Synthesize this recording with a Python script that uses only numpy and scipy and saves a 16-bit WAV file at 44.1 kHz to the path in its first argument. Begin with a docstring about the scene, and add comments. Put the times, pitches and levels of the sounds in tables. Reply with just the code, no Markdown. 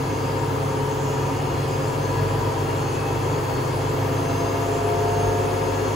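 """A front-loading washing machine speeds up its spin, heard close to the door in a quiet room.
Its motor, belt, drum and bearings make tones at fixed multiples of the motor shaft's speed, so
they all rise together. They swell as they climb through the cabinet's resonances (the pitches
at which it likes to ring). Brief low hums and high squeals come and go. Behind them are the rush
of drum and air, the hum of the mains power and one soft thud as the cabinet rocks."""
import sys
import numpy as np
from scipy import signal
from scipy.fft import rfft, irfft, next_fast_len
from scipy.io import wavfile

SR = 44100
rng = np.random.default_rng(int(sys.argv[2]) if len(sys.argv) > 2 else 0)


def store_pcm(level_fs):
    """Save levels as 16-bit WAV."""
    pcm = np.round(np.clip(level_fs, -1, 1) * 32767).astype(np.int16)
    wavfile.write(sys.argv[1], SR, np.atleast_2d(pcm).T)


N = 262395
FFT_SIZE = next_fast_len(N)
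HZ = np.maximum(np.arange(FFT_SIZE // 2 + 1) * SR / FFT_SIZE, 1)   # pitch of each spectrum slot


# How fast the motor shaft spins: time_s, turns_per_s
SHAFT_SPEED = [(0.0, 115.0), (0.99, 118.99), (1.98, 122.75), (2.98, 127.1), (3.97, 130.45), (4.96, 135.05),
               (5.95, 138.56)]

def motor_shaft():
    """The shaft speeds up: gives its speed and the turns it has made so far."""
    speed = over_time(SHAFT_SPEED)
    return speed, np.cumsum(speed) / SR


# The off-balance motor's tone, a throbbing tone one drum-turn rate above it, and the bearing
# track's tone, each with its resonances: shaft_multiple, [(pitch_hz, width_hz, peak_db)]
LOUD_TONES = [(1, [(124.6, 10, -36), (130.1, 5.9, -34), (135.7, 5, -41)]), (1.1487, [(137.2, 14.3, -30),
              (147, 7.1, -40)]), (5.151, [(640.5, 17, -42.5), (681.3, 12.3, -39.5), (698.2, 17, -28.5)])]

def loud_tones(speed, turns):
    """The three loudest tones each swell as their pitch passes a resonance."""
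    out = 0
    for multiple, peaks in LOUD_TONES:
        gain = sum(from_db(db) * resonance(multiple * speed, hz, width) for hz, width, db in peaks)
        out += gain * tone(multiple * turns, 0)
    return out


# Levels in these five tables are before the cabinet shapes them.
# The wobbling drum: drum_multiple, level_db
DRUM_WOBBLE = [(4, 16), (5, 7), (8, 14), (9, 16.5), (10, 14.5), (12, 18), (14, 14), (15, 14), (16, 15.5),
               (18, 20.5), (20, 13.5), (21, 16), (22, 6.5), (24, 11), (26, 18.5), (27, 13.5), (28, -12),
               (32, 10), (42, 15), (45, 11.5)]
# The cage that holds the bearing's balls: cage_multiple, level_db
BEARING_CAGE = [(2, -1), (4, 18), (5, 16), (6, 14)]
# The belt and pulley: shaft_multiple, level_db
BELT_TONES = [(2.65, 14), (2.71, 15), (2.76, 15), (3.03, 9), (4.35, 12), (4.55, 12), (6.9, 3), (7.15, 5),
              (7.59, 5), (8.01, 4)]
# The motor's slots and contact bars: shaft_multiple, level_db
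MOTOR_WHINE = [(18, 10), (23, 12), (26, 12), (36, 13), (38, 11), (60, 12), (68, 14), (71, 13), (72, 13),
               (73, 14), (75, 13), (78, 13), (83, 13), (96, 12), (108, 12)]
# Balls rolling along the bearing's tracks: shaft_multiple, level_db
BALL_WHINE = [(18.76, 13), (20.14, 14), (20.54, 10), (22.22, 13), (23.92, 13), (30.84, 13), (33.84, 14),
              (34.56, 13), (37.26, 15), (40.7, 14), (41.3, 12), (43.8, 13), (44.1, 14), (47.52, 13),
              (48.24, 11), (50.94, 17), (54.06, 13), (54.4, 15), (55.06, 13), (57.76, 14), (64.56, 13),
              (65.36, 13)]
DRUM_RATIO, CAGE_RATIO = .1489, .3829   # turns per shaft turn

def spinning_parts(turns):
    """Each turning part repeats its motion, making tones that rise with the shaft's speed."""
    low_tones = [(multiple * DRUM_RATIO, db) for multiple, db in DRUM_WOBBLE]
    low_tones += [(multiple * CAGE_RATIO, db) for multiple, db in BEARING_CAGE] + BELT_TONES
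    drone = sum(tone(multiple * turns, db) for multiple, db in low_tones)
    whine = sum(tone(multiple * turns, db - 4, waver_db=3) for multiple, db in MOTOR_WHINE + BALL_WHINE)
    buzz = uneven_turning(DRUM_RATIO * turns, db=4.5, first=29, count=70)
    buzz += uneven_turning(turns, db=9.5, first=7, count=104)
    return cabinet(drone + whine + buzz + faint_squeals(turns), cabinet_ring=0.88, motor_ring=0.98)


def uneven_turning(turns, db, first, count, size=4096):
    """An uneven part repeats one random shape every turn: a buzz of `count` multiples of its speed."""
    strengths = rng.uniform(0.27, 1.61, count)
    spectrum = np.zeros((2, size // 2 + 1), complex)
    spectrum[:, first:first + count] = strengths * np.exp(2j * np.pi * rng.random((2, count)))
    shapes = irfft(spectrum) * size / np.sqrt(2) * from_db(db)
    return np.array([np.interp(turns % 1, np.arange(size) / size, shape, period=1) for shape in shapes])


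# Brief swells of the spinning tones, from low drum hums to high squeals:
# middle_s, shaft_multiple, level_db, length_s
BRIEF_SWELLS = [(0.09, 8.4, -39, 0.22), (0.1, 59.96, -55, 0.25), (0.13, 54.33, -53, 0.3),
                (0.21, 41.42, -57, 0.46), (0.27, 41.21, -53, 0.18), (0.28, 40.67, -52, 0.2),
                (0.32, 23.94, -54, 0.33), (0.35, 33.46, -59, 0.28), (0.35, 61.54, -57, 0.22),
                (0.5, 18.04, -57, 0.71), (0.63, 54.98, -56, 0.17), (0.7, 8.02, -38, 0.78),
                (0.95, 7.69, -40, 0.19), (1.04, 54.35, -57, 0.32), (1.07, 61.19, -57, 0.39),
                (1.09, 54.08, -53, 0.27), (1.1, 57.77, -56, 0.34), (1.14, 47.5, -57, 0.22),
                (1.17, 56.5, -57, 0.39), (1.25, 8.0, -42, 0.3), (1.25, 71.96, -58, 0.24),
                (1.26, 50.92, -58, 0.26), (1.32, 20.88, -51, 0.64), (1.34, 23.94, -51, 0.56),
                (1.4, 7.62, -41, 0.4), (1.41, 73.02, -58, 0.16), (1.5, 6.25, -44, 0.5),
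                (1.55, 0.6, -41, 0.3), (1.5, 53.94, -57, 0.63), (1.56, 72.83, -58, 0.21),
                (1.57, 34.48, -54, 0.24), (1.7, 41.27, -57, 0.19), (1.71, 48.06, -60, 0.26),
                (1.73, 20.52, -53, 0.31), (1.74, 40.52, -51, 0.34), (1.8, 51.46, -57, 0.19),
                (1.92, 71.9, -53, 0.16), (1.96, 7.96, -38, 0.21), (1.97, 22.04, -54, 0.67),
                (1.85, 13.7, -48, 0.4), (2.3, 13.45, -48, 0.4), (2.0, 73.06, -58, 0.16),
                (2.05, 51.0, -55, 0.16), (2.1, 34.98, -53, 0.3), (2.22, 75.15, -61, 0.35),
                (2.31, 20.19, -53, 0.28), (2.34, 24.0, -55, 0.21), (2.34, 37.33, -56, 0.4),
                (2.35, 8.03, -39, 0.4), (2.42, 72.12, -55, 0.2), (2.42, 73.15, -59, 0.2),
                (2.5, 36.95, -56, 0.4), (2.56, 20.5, -54, 0.35), (2.5, 7.62, -39, 0.6),
                (2.9, 6.22, -44, 1.2), (2.68, 22.21, -51, 0.39), (2.75, 33.79, -55, 0.34),
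                (2.77, 64.54, -59, 0.3), (2.82, 57.71, -58, 0.34), (2.83, 50.85, -54, 0.37),
                (2.88, 34.52, -53, 0.22), (2.89, 71.92, -57, 0.16), (2.97, 20.12, -48, 0.3),
                (3.05, 68.0, -60, 0.18), (3.06, 20.88, -53, 0.34), (3.16, 73.04, -57, 0.32),
                (3.22, 18.0, -55, 0.34), (3.25, 47.54, -54, 0.12), (3.3, 8.0, -41, 0.3),
                (3.32, 50.98, -57, 0.62), (3.35, 55.1, -57, 0.31), (3.37, 36.44, -57, 0.69),
                (3.38, 71.04, -57, 0.31), (3.6, 33.81, -52, 0.29), (3.67, 71.96, -49, 0.19),
                (3.69, 36.02, -55, 0.61), (3.8, 16.71, -50, 0.61), (3.94, 26.0, -56, 0.29),
                (4.13, 71.08, -57, 0.19), (4.21, 84.92, -60, 0.26), (4.22, 51.0, -58, 0.24),
                (4.25, 85.29, -60, 0.17), (4.29, 72.12, -57, 0.19), (4.3, 47.6, -49, 0.44),
                (4.31, 64.75, -56, 0.24), (4.33, 68.54, -57, 0.24), (4.34, 68.19, -58, 0.21),
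                (4.37, 30.48, -57, 0.44), (4.39, 36.08, -55, 0.57), (4.4, 2.085, -38, 0.8),
                (4.4, 20.56, -49, 0.6), (4.42, 48.31, -49, 0.26), (4.47, 37.31, -56, 0.41),
                (4.5, 12.55, -48, 0.4), (4.56, 47.15, -55, 0.19), (4.57, 50.96, -55, 0.17),
                (4.6, 41.42, -59, 0.19), (4.67, 72.0, -56, 0.41), (4.73, 54.33, -52, 0.25),
                (4.95, 47.3, -53, 0.25), (4.98, 17.98, -57, 0.72), (5.14, 20.5, -49, 0.23),
                (5.15, 46.29, -58, 0.21), (5.2, 34.52, -56, 0.18), (5.22, 47.44, -45, 0.26),
                (5.27, 12.25, -44, 0.4), (5.3, 72.04, -56, 0.16), (5.4, 6.71, -39, 0.75),
                (5.45, 68.17, -58, 0.18), (5.46, 18.75, -50, 0.2), (5.58, 33.9, -57, 0.31),
                (5.59, 15.79, -49, 0.2), (5.6, 47.35, -54, 0.3), (5.75, 12.1, -47, 0.4),
                (5.81, 47.48, -55, 0.33), (5.81, 50.9, -54, 0.33), (5.86, 30.73, -52, 0.3),
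                (5.9, 44.02, -50, 0.3)]
# A swell's direct path, then its weaker roundabout path: gain_db
SWELL_PATHS = [
    [.5],
    [-3.5],
]

def swells(turns, rows=BRIEF_SWELLS):
    """Each brief tone swells, flutters and fades while its pitch follows the shaft."""
    time_s, out = np.arange(N) / SR, np.zeros((2, N))
    flutter = np.tile(from_db(1.5 * drift(rate_hz=12)), 2)
    for (middle_s, multiple, db, length_s), (phase, side, shift) in zip(rows, rng.random((len(rows), 3))):
        span = np.arange(*np.searchsorted(time_s, [middle_s - 2 * length_s, middle_s + 2 * length_s]))
        swell = from_db(db) * np.exp(-3 * ((time_s[span] - middle_s) / length_s) ** 2)
        swell *= flutter[span + int(shift * N)]
        if multiple < 10:   # low ones also pulse once per drum turn
            swell *= 1 + .5 * np.cos(2 * np.pi * (DRUM_RATIO * turns[span] + shift))
        phases = phase + np.array([[0], [np.sign(side - .5) / 4]])
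        out[:, span] += np.sqrt(2) * swell * np.sin(2 * np.pi * (multiple * turns[span] + phases))
    return from_db(SWELL_PATHS) * out


def faint_squeals(turns, per_s=17, lowest=12, highest=75, length_s=0.28):
    """Fainter squeals come at random moments, shaft multiples and strengths."""
    chances = rng.random((round(per_s * N / SR), 3))
    rows = [(when * N / SR, lowest + pitch * (highest - lowest), 12.5 + 8 * strength, length_s)
            for when, pitch, strength in chances]
    return swells(turns, rows)


# Bands of air hiss that each gust on their own: low_hz, high_hz
GUST_BANDS = [(5500, 8000), (8000, 11000), (11000, 16000)]

def rush(speed, low_db_per_octave=8.5, high_db_per_octave=7):
    """Drum, laundry and cooling air make a noise that grows as the spin gets faster."""
    octaves = np.log2(speed / speed.mean())   # one octave is twice the speed
    noise = rng.standard_normal((2, N)) * np.sqrt(SR / 2)
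    low = signal.sosfilt(signal.butter(1, 700, fs=SR, output="sos"), noise)
    high = noise - low
    for band in GUST_BANDS:
        hiss = signal.sosfilt(signal.butter(2, band, "band", fs=SR, output="sos"), noise)
        high += (from_db(1.7 * drift(rate_hz=9.8)) - 1) * hiss
    mixed = from_db(low_db_per_octave * octaves) * low + from_db(high_db_per_octave * octaves) * high
    return cabinet(mixed, cabinet_ring=0.63, motor_ring=0.56)


# Tones of the mains power: pitch_hz, level_db
HUM_TONES = [(50.15, -43), (100.3, -30), (150.4, -39.5), (451.3, -34.5)]
# Small rises and dips of the whole hum: time_s, gain_db
HUM_GAIN = [(0, -0.5), (2.0, -1.5), (2.25, 1), (2.9, 0.5), (3.68, -1.5), (3.8, 1), (4.3, -0.8), (5.95, -.8)]

def mains_hum():
    """The motor's coils and the pump buzz at multiples of the mains pitch, wavering together."""
    time_s = np.arange(N) / SR
    buzz = sum(tone(hz * time_s, db) for hz, db in HUM_TONES)
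    return from_db(over_time(HUM_GAIN) + 1.43 * drift(rate_hz=0.94)) * buzz


# The cabinet rocking on its feet: middle_s, level_db
ROCKING = [(5.29, -27)]

def thud(pitch_hz=54, fade_s=0.028):
    """The cabinet rocks once: a few soft, low swings that swell and die away."""
    out = 0
    for middle_s, db in ROCKING:
        time_s = np.arange(N) / SR - middle_s
        out += from_db(db) * np.exp(-(time_s / fade_s) ** 2) * np.sin(2 * np.pi * pitch_hz * time_s)
    return out


# The machine's broad tone colour, then its highest treble: pitch_hz, gain_db
BODY_COLOUR = [(35, -81), (55, -61.5), (110, -60.5), (200, -72.5), (300, -62), (600, -60), (1050, -62.5),
               (1500, -69), (3000, -76.5), (3600, -80.5), (4500, -82), (5700, -85.5), (6500, -83.5)]
TREBLE_COLOUR = [(7700, -86), (9200, -84), (10000, -86.5), (12000, -89), (16000, -88.5)]
# Resonances (+) and dead spots (-) of cabinet, motor case and brush gear: pitch_hz, width_hz, gain_db
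CABINET_PEAKS = [(74.4, 5.7, -11.5), (107.7, 3.2, 21), (138, 43, 12.5), (180.4, 5.6, 8.5),
                 (269, 37.7, 12.5), (319.8, 4.9, -23), (378, 27, 6), (423.9, 16.4, 20.5), (455, 9.9, -13),
                 (489, 16, -8), (495, 10.7, 9), (530.3, 22.7, 10.5), (548, 8.6, 7), (576, 32, -14.5),
                 (573, 12, 6), (687, 30, 4), (716, 13, -16), (770, 25, -0.5), (795, 30, 9.5), (800, 28, -5),
                 (913.5, 19, 7.5), (929, 42, 7.5), (993, 33, 10.5), (1202, 47, 6.5)]
MOTOR_PEAKS = [(1330, 40, 4), (1460, 30, -5), (1670, 30, 12), (1760, 40, 5), (1980, 60, -3), (2170, 60, 7),
               (2470, 50, -9), (2560, 35, 7), (2780, 50, 7), (2950, 50, -5), (3050, 90, 4), (3270, 150, 5),
               (4370, 80, 9), (4470, 40, -4), (4670, 80, 9), (4930, 60, 6), (5130, 80, 7), (5270, 60, 7),
               (6080, 30, 8), (6275, 70, 8), (6455, 90, 10), (6915, 60, 8), (7165, 30, 7), (7290, 70, 11)]
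BRUSH_PEAKS = [(7890, 90, 6), (8810, 50, 7), (8990, 120, 6), (9310, 90, 12), (10550, 120, 8),
               (11190, 150, 7), (14700, 90, 6)]

def cabinet(sound, cabinet_ring, motor_ring):
    """Cabinet and motor boost some pitches and swallow others; each `ring` scales their gain_db."""
    gain_db = over_pitch(BODY_COLOUR + TREBLE_COLOUR)
    for ring, peaks in (cabinet_ring, CABINET_PEAKS), (motor_ring, MOTOR_PEAKS + BRUSH_PEAKS):
        gain_db += ring * sum(db * resonance(HZ, hz, width) for hz, width, db in peaks)
    return irfft(rfft(sound, FFT_SIZE) * from_db(gain_db), FFT_SIZE)[..., :N]


def room(paths, echo_db=-8, fade_s=.12, above_hz=2000):
    """Nearby walls and the floor add a short tail of echoes to the treble."""
    time_s = np.arange(round(fade_s * SR)) / SR
    tail = rng.standard_normal(len(time_s)) * from_db(-60 * time_s / fade_s)
    tail /= np.sqrt(np.sum(tail ** 2))
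    echoes = rfft(tail, FFT_SIZE) * from_db(echo_db) / (1 + (above_hz / HZ) ** 4)
    return irfft(rfft(paths, FFT_SIZE) * (1 + echoes), FFT_SIZE)[:, :N]


# How alike left and right sound: pitch_hz, likeness_0_to_1
SIDE_LIKENESS = [(60, 1), (140, 0.97), (210, 0.83), (500, 0.73), (770, 0.14), (1200, 0), (1800, 0.12),
                 (2700, 0.58), (5500, 0.48), (6800, 1), (16000, 1)]
# How much louder the left is than the right: pitch_hz, balance_db
SIDE_BALANCE = [(60, -3), (87, -1), (130, 0), (180, -0.5), (260, -2.5), (380, 5.5), (550, -1), (790, 3),
                (1140, 2), (1650, 0.5), (2380, 1.5), (3440, 3), (4970, 3.5), (7180, 1), (10400, 2.5),
                (15000, -1.5)]

def left_and_right(paths, lag_s=.000238, lag_above_hz=6950):
    """Both sides share the direct sound and get the roundabout sound opposed; left treble comes late."""
    direct, roundabout = rfft(paths, FFT_SIZE)
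    alike = np.clip(over_pitch(SIDE_LIKENESS), 0, 1)
    shared = np.sqrt((1 + alike) / 2) * direct
    opposed = np.sqrt((1 - alike) / 2) * roundabout
    lag = np.exp(-1j * np.pi * lag_s * np.maximum(HZ - lag_above_hz, 0))
    tilt = from_db(over_pitch(SIDE_BALANCE) / 2) * lag
    return irfft([(shared + opposed) * tilt, (shared - opposed) / tilt], FFT_SIZE)[:, :N]


def tone(cycles, db, waver_db=.6):
    """A wavering tone on two paths: direct, and roundabout (a quarter cycle early or late)."""
    phases = rng.random() + np.array([[0], [rng.choice([-1, 1]) / 4]])
    gain = from_db(db + waver_db * drift(rate_hz=2.9))
    return np.sqrt(2) * gain * np.sin(2 * np.pi * (cycles + phases))


def resonance(pitch_hz, peak_hz, width_hz):
    """A hump that is 1 at the peak and falls away on both sides."""
    return 1 / (1 + (2 * (pitch_hz - peak_hz) / width_hz) ** 2)


def drift(rate_hz):
    """A slow random wander with a typical size of 1."""
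    memory = np.exp(-200 * np.pi * rate_hz / SR)
    steps = rng.standard_normal(N // 100 + 1002)   # one per 100 samples, plus a run-up
    slow = signal.lfilter([1], [1, -2 * memory, memory ** 2], steps)[1000:]
    return np.interp(np.arange(N) / 100, np.arange(len(slow)), slow / np.sqrt(np.mean(slow ** 2)))


def from_db(db):
    """Turn decibels into a number to multiply by."""
    return 10 ** (np.asarray(db) / 20)


def over_time(points):
    """Join a table's points into one value per sample."""
    return np.interp(np.arange(N) / SR, *np.transpose(points))


def over_pitch(points):
    """Join a table's points into one value per pitch in HZ."""
    hz, value = np.transpose(points)
    return np.interp(np.log(HZ), np.log(hz), value)


def scene():
    """The machine fills the room; the brief swells come straight through the door."""
    speed, turns = motor_shaft()
    brief_swells = swells(turns)
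    machine = spinning_parts(turns) + loud_tones(speed, turns) + rush(speed) + mains_hum() + thud()
    return left_and_right(room(machine) + brief_swells)


def record(dry):
    """Cut away the very highest treble, above 15740 Hz."""
    return signal.sosfilt(signal.ellip(14, .5, 70, 15740, fs=SR, output="sos"), dry)


dry = scene()
out = record(dry)
store_pcm(out)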